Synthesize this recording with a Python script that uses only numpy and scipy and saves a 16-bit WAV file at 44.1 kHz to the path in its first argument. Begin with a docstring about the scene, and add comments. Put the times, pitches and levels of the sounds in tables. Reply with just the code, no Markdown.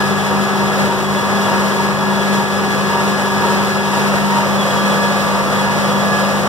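"""Tractor mowing hay

A three-cylinder diesel runs at a governed speed, heard from the open driver's seat. Combustion knock repeats
each engine cycle over a random rush of fan air and cut grass. Fan and rotors hum, gears whine and the mower
drive sings in throbs, all as roughened partials; a dry joint chirps and wind puffs on the microphone.
From just before four seconds the microphone turns from the field to face the bonnet."""
import sys
import numpy as np
from scipy.fft import rfft, irfft
from scipy.io import wavfile
from scipy.ndimage import map_coordinates

SR = 44100
rng = np.random.default_rng(int(sys.argv[2]) if len(sys.argv) > 2 else 0)


def waveform_to_disk(signal):
    """Save audio, clipped to [-1, 1], as 16-bit WAV at the path in sys.argv[1]."""
    frames = np.transpose(np.atleast_2d(signal))
    scaled = np.clip(frames, -1, 1) * 32767
    samples = np.round(scaled).astype(np.int16)
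    wavfile.write(sys.argv[1], SR, samples)


N = 285768
TIME = np.arange(N) / SR
FREQ = np.maximum(np.fft.rfftfreq(N, 1 / SR), 1)

# Strong engine lines. Each row: multiple of the four-stroke cycle rate (rounded in use),
# relative level in dB facing the field, relative level in dB facing the bonnet.
ENGINE_LINES = [(6, -37.5, -41), (9, -33, -30), (10, -39, -35.5), (26, -34.5, -42), (30, -36.5, -36),
                (31, -43.5, -31.5), (33, -34.5, -30), (35, -41, -31), (42, -60.5, -32), (47, -32, -40),
                (66.06, -33.5, -32.5), (68.8, -40, -49), (72.26, -32, -27)]


def undb(db):
    """Decibels to gain."""
    return 10 ** (np.asarray(db) / 20)


def curve(rows):
    """A table of time and value, joined by straight lines at every sample."""
    time_s, value = np.transpose(rows)
    return np.interp(TIME, time_s, value)


def shape(points):
    """A frequency table joined on a log axis."""
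    hz, value = np.transpose(points)
    return np.interp(np.log(FREQ), np.log(hz), value)


def colour(x, gain):
    """Filter by a gain for each frequency."""
    return irfft(rfft(x) * gain, N)


def walk(rate_hz):
    """Smooth chance of unit spread: noise through a Gaussian low-pass of the given width."""
    x = colour(rng.standard_normal(N), np.exp(-.5 * (FREQ / rate_hz) ** 2))
    return x / x.std()


def swell(from_crest_s, length_s):
    """A rounded rise and fall."""
    return np.exp(-(2 * from_crest_s / length_s) ** 2)


def place(x, pan_db, lag_ms=0):
    """A source at both ports; a positive lag reaches the left port late."""
    left = colour(x, np.exp(-2j * np.pi * FREQ * lag_ms / 10 ** 3))
    return np.array([left * undb(pan_db / 2), x * undb(-pan_db / 2)])


def turned(start_s=3.78, length_s=0.97, before=0.14):
    """Share of the turn towards the bonnet, 0-1, part of it made before the start."""
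    return before + (1 - before) * np.clip((TIME - start_s) / length_s, 0, 1)


def swing(x, field, bonnet):
    """The turn crossfades a source between two places, each (pan dB, lag ms)."""
    return place(x * (1 - turned()), *field) + place(x * turned(), *bonnet)


def load():
    """How far the crop is above or below its mean thickness, in dB; it also loads the engine."""
    # Crop thickness, as the level of its hiss. Each row: time in seconds, level in dB (only its swing counts).
    crop_rows = [(0.0, -33.5), (0.11, -35), (0.61, -35), (0.85, -32.5), (0.9, -36.5), (1.46, -33),
                 (2.02, -36), (2.4, -33), (2.45, -36), (2.96, -34.5), (3.3, -35), (3.48, -33), (3.93, -36),
                 (3.97, -32.5), (4.78, -34), (4.95, -32), (5.0, -34), (6.48, -34)]
    crop_db = curve(crop_rows)
    return crop_db - crop_db.mean()


def tone(hz, partials, wander, rough, rough_hz):
    """A turning part: its speed wanders, and play between the parts spreads each line into a skirt."""
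    angle = 2 * np.pi * np.cumsum(hz * (1 + wander * walk(3.13))) / SR
    out = 0
    for k, db in partials:
        spread = rough * np.sqrt(k)
        play = walk(rough_hz) + 1j * walk(rough_hz)
        skirt = (1 + spread * play) / np.sqrt(.5 + spread ** 2)
        out = out + undb(db) * np.real(skirt * np.exp(1j * k * angle))
    return out


def wind(centre_hz=72, spread=.24, puff_s=0.087, breeze_db=-47):
    """Eddies push the two ports in opposite directions."""
    # Puffs of wind on the microphone. Each row: crest in seconds, level in dB.
    puffs = [(.82, -26), (1.1, -36), (1.92, -34), (2.7, -39), (5.5, -27)]
    band = np.exp(-.5 * (np.log(FREQ / centre_hz) / spread) ** 2)
    eddies = colour(rng.standard_normal(N), band)
    strength = undb(breeze_db + 3 * walk(3))
    for crest_s, db in puffs:
        strength = strength + undb(db) * np.exp(-.5 * ((TIME - crest_s) / puff_s) ** 2)
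    return eddies / eddies.std() * strength * np.array([[1], [-.8]])


def bouts(rest_db=-47, fade_s=0.08):
    """The joint chirps in bouts that fade in, hold and fade out."""
    # Bouts of chirping. Each row: start in seconds, length in seconds, level in dB, added to the rest level.
    bout_rows = [(.13, 0.15, -40.5), (1.044, 0.46, -42.5), (2.03, 0.4, -44), (4.548, 0.5, -38.5),
                 (5.49, 0.18, -41), (5.872, 0.14, -38)]
    level = undb(rest_db)
    for start_s, length_s, db in bout_rows:
        to_edge_s = np.minimum(TIME - start_s, start_s + length_s - TIME)
        level = level + undb(db) * np.clip(.5 + to_edge_s / fade_s, 0, 1)
    return level


def squeak(base_hz=3395, shake_hz=14.5, bend=0.011, rub_depth=0.48, chatter_db=1):
    """A dry joint rubs unevenly, hardest once per shake, its pitch bending as it goes."""
    shake = 2 * np.pi * np.cumsum(shake_hz * (1 + .3 * walk(7))) / SR
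    rub = np.exp(rub_depth * np.cos(shake)) * undb(chatter_db * walk(15))
    bent_hz = base_hz * (1 - bend * np.sin(shake))
    # one partial, at 0.99 of the base
    chirp = tone(bent_hz, [(0.99, 0)], wander=0.0069, rough=0.31, rough_hz=55)
    return chirp * rub / np.sqrt(np.mean(rub ** 2)) * bouts()


def mower_rotor(speed, rotor_hz=377.8, field_db=-28, bonnet_db=-37):
    """The rotors hum as a close pair of rough lines, weaker facing the bonnet."""
    # Each row: multiple of the rotor rate, relative level in dB.
    partials = [(1, 0), (1.062, -5)]
    level_db = field_db + turned() * (bonnet_db - field_db)
    return tone(rotor_hz * speed, partials, wander=0.002, rough=0.23, rough_hz=6.0) * undb(level_db)


def throbs(rate_hz=3.38, crest_s=0.32, length_s=.15, throb_db=-35, rest_db=-44, surge_s=0.12):
    """The mower drive throbs at a steady rate over a rest level and swells harder at times."""
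    # Stronger swells of the drive's singing. Each row: crest in seconds, added level in dB.
    surge_rows = [(1.52, -32), (2.18, -37.5), (2.95, -33.5), (3.46, -30.5), (3.95, -35), (4.36, -27),
                  (5.359, -31.5), (5.71, -37)]
    from_crest_s = (((TIME - crest_s) * rate_hz + .5) % 1 - .5) / rate_hz
    level = undb(rest_db) + undb(throb_db) * swell(from_crest_s, length_s)
    for surge_crest_s, db in surge_rows:
        level = level + undb(db) * swell(TIME - surge_crest_s, surge_s)
    return level


def mower_drive(speed, drive_hz=942.5):
    """The mower drive sings at its tooth rate and multiples, in throbs."""
    # Each row: multiple of the tooth rate, relative level in dB.
    partials = [(1, 0.5), (2, -14), (3, -15), (5, -27)]
    return tone(drive_hz * speed, partials, wander=0.00297, rough=0.56, rough_hz=28) * throbs()


def gear_whine(speed, gear_hz=844.2):
    """Transmission teeth whine at their meshing rate and its multiples."""
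    # Each row: multiple of the tooth rate, relative level in dB.
    partials = [(1, -7.5), (2, 3), (3, -7), (4, -10), (5, -13), (6, -14)]
    # Course of the whine. Each row: time in seconds, level in dB.
    level_rows = [(0.0, -27), (0.14, -35), (0.79, -33), (1.03, -41), (1.19, -33.5), (4.04, -31.5),
                  (4.1, -40), (5.07, -29.5), (5.47, -40.5), (5.63, -32), (5.97, -38.5), (6.14, -27),
                  (6.48, -42)]
    whine = tone(gear_hz * speed, partials, wander=0.001215, rough=0.22, rough_hz=17.5)
    return whine * undb(curve(level_rows))


def fan_level(level_db=-21, load_share=0.9, flutter_db=0.73, beat_hz=4.06, beat_crest_s=0.13, beat_db=1.0):
    """The fan hum beats against the engine, flutters by chance and grows with the load."""
    beat = np.cos(2 * np.pi * beat_hz * (TIME - beat_crest_s))
    return undb(level_db + load_share * load() + beat_db * beat + flutter_db * walk(2.2))


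def cooling_fan(speed, fan_hz=199.25):
    """The fan hums at its blade rate."""
    # Each row: multiple of the blade rate, relative level in dB.
    partials = [(1, 0), (2, -15)]
    return tone(fan_hz * speed, partials, wander=0.0017, rough=0.092, rough_hz=26) * fan_level()


def knock(cycles, decay, depth, uneven):
    """Three firings a cycle, each dying away; one cylinder knocks harder."""
    firing = 1 + depth * np.exp(-(3 * cycles % 1) / decay)
    push = firing * (1 + uneven * np.cos(2 * np.pi * cycles))
    return push / np.sqrt(np.mean(push ** 2))


def clatter(cycles, size=8192, firing_db=4.0):
    """Valves, injectors and pistons make the same rattle in every cycle; multiples of the firing rate stand out."""
    push = knock(np.arange(size) / size, decay=0.068, depth=1.0, uneven=0.12)
    lines = rfft(rng.standard_normal(size) * push)
    k = np.arange(len(lines))
    below_nyquist = k * cycles[-1] / TIME[-1] < SR / 2
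    lines = lines / abs(lines) * undb(firing_db * (k % 3 == 0)) * below_nyquist
    lines[[round(row[0]) for row in ENGINE_LINES]] = 0  # the exhaust and block sound these
    x = map_coordinates(irfft(lines), [cycles % 1 * size], order=3, mode="grid-wrap")
    return x / x.std()


def drone(cycles, waver=0.56, flutter_db=1.7):
    """Exhaust and engine block ring on a few cycle multiples, which change as the listener turns."""
    turn, out = turned(), 0
    for k, field_db, bonnet_db in ENGINE_LINES:
        line = np.cos(2 * np.pi * (round(k) * cycles + rng.random()) + waver * walk(7.9))
        level_db = field_db + turn * (bonnet_db - field_db) + flutter_db * walk(1.4)
        out = out + np.sqrt(2) * undb(level_db) * line
    # the upper lines come off the block, to one side; the exhaust boom surrounds the seat
    block = colour(out, 1 / (1 + (700 / FREQ) ** 6))
    return place((out - block) * undb(-2.5), 2.0) + place(block * undb(-6.0), 8.7)


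def machine(cycles, left_db=1.5, rush_db=-2, load_share=0.69, hiss_share=0.91, hiss_hz=2200,
            panel_hz=560, patchy_db=2, bonnet_db=1.5, roar_flutter_db=.5, hiss_flutter_db=0.79):
    """Repeating clatter plus a random rush of air, combustion and cut grass, arriving from all sides."""
    # Broad sound of the whole machine. Each row: frequency in Hz, relative level in dB per Hz.
    spectrum = [(30, -84), (52, -58.5), (100, -48.5), (170, -50.5), (290, -55.5), (480, -49.5),
                (1000, -50.5), (1280, -50), (1550, -54), (1900, -54), (2300, -56.5), (3000, -61.5),
                (5400, -65), (11300, -74.5), (15000, -79.5)]
    # Clatter that repeats with the engine cycle. Each row: frequency in Hz, relative level in dB.
    repeating = [(60, -3), (250, -4.5), (700, -5.5), (1200, -2.5), (2000, -10.5), (5000, -9.5),
                 (12000, -45)]
    # Likeness of the two ports. 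Each row: frequency in Hz, correlation (clipped to +-1 in use).
    likeness = [(55, -1.38), (100, -0.71), (170, 0.45), (280, 1), (390, 0.61), (600, 0.77), (1000, -0.26),
                (2000, -0.0067)]
    rattle = colour(np.array([clatter(cycles), clatter(cycles)]), undb(shape(repeating)))
    rush = undb(rush_db) * rng.standard_normal((2, N))
    a, b = rfft(rattle + rush) * undb(shape(spectrum)) * np.sqrt(SR / 2)
    alike = np.clip(shape(likeness), -1, 1)
    mid, side = a * np.sqrt((1 + alike) / 2), b * np.sqrt((1 - alike) / 2)
    ports = irfft(np.array([mid + side, mid - side]), N) * undb([[left_db / 2], [-left_db / 2]])

    # the roar pulses with the firings and swells with the load; the hiss follows the grass
    hiss = colour(ports, 1 / (1 + (hiss_hz / FREQ) ** 4))
    roar_db = load_share * load() + roar_flutter_db * walk(5.9)
    hiss_db = hiss_share * load() + hiss_flutter_db * walk(12)
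    # loose panels shudder unevenly, louder facing the bonnet
    panels = colour(ports, np.exp(-(np.log(FREQ / panel_hz) / 0.13) ** 2))
    shudder = undb(patchy_db * walk(15) + bonnet_db * turned()) - 1
    roar = ports - hiss + panels * shudder
    roar = roar * knock(cycles, decay=0.059, depth=0.16, uneven=0.03) * undb(roar_db)
    return roar + hiss * knock(cycles, decay=0.23, depth=0.19, uneven=0.011) * undb(hiss_db)


def scene(start_rpm=1950, creep_rpm_per_s=.8):
    """All but the joint and the wind turns with the crankshaft, governed but creeping up a little."""
    rpm = start_rpm + creep_rpm_per_s * TIME
    cycles = np.cumsum(rpm / 120) / SR  # two turns a cycle
    speed = rpm / rpm.mean()
    mower = place(mower_rotor(speed), 0.89) + place(mower_drive(speed), 15.5)
    gears = swing(gear_whine(speed), (11, .08), (9, -.11))
    fan = swing(cooling_fan(speed), (4.4, .94), (2.2, .94))
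    engine = machine(cycles) + drone(cycles)
    return wind() + place(squeak(), 3.2) + mower + gears + fan + engine


def record(dry, port_lag_s=.000456, top_hz=15750, edge_fade_s=.005):
    """Each channel subtracts the delayed far port to point sideways; bass and top treble stay unsteered."""
    # Far port that each channel subtracts. Each row: frequency in Hz, share 0-1.
    steering = [(430, 0), (650, 0.41), (1000, 1), (2200, 1), (4400, 0.6), (6400, 0.49), (8500, 0.12),
                (9800, 0)]
    # Treble difference of the ports. Each row: frequency in Hz, left minus right in dB.
    port_balance = [(5500, 0), (8000, 3.5), (10000, 0), (13000, -2), (15500, -1)]
    ports = dry * np.minimum(1, np.minimum(TIME, TIME[::-1]) / edge_fade_s)
    steer = np.clip(shape(steering), 0, 1)
    far = colour(ports[::-1], steer * np.exp(-2j * np.pi * FREQ * port_lag_s))
    balance = undb(shape(port_balance) * np.array([[.5], [-.5]]))
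    cut = 1 / np.sqrt(1 + (FREQ / top_hz) ** 400)
    return colour(ports - far, balance * cut / np.sqrt(1 + steer ** 2))


dry = scene()
out = record(dry)
waveform_to_disk(out)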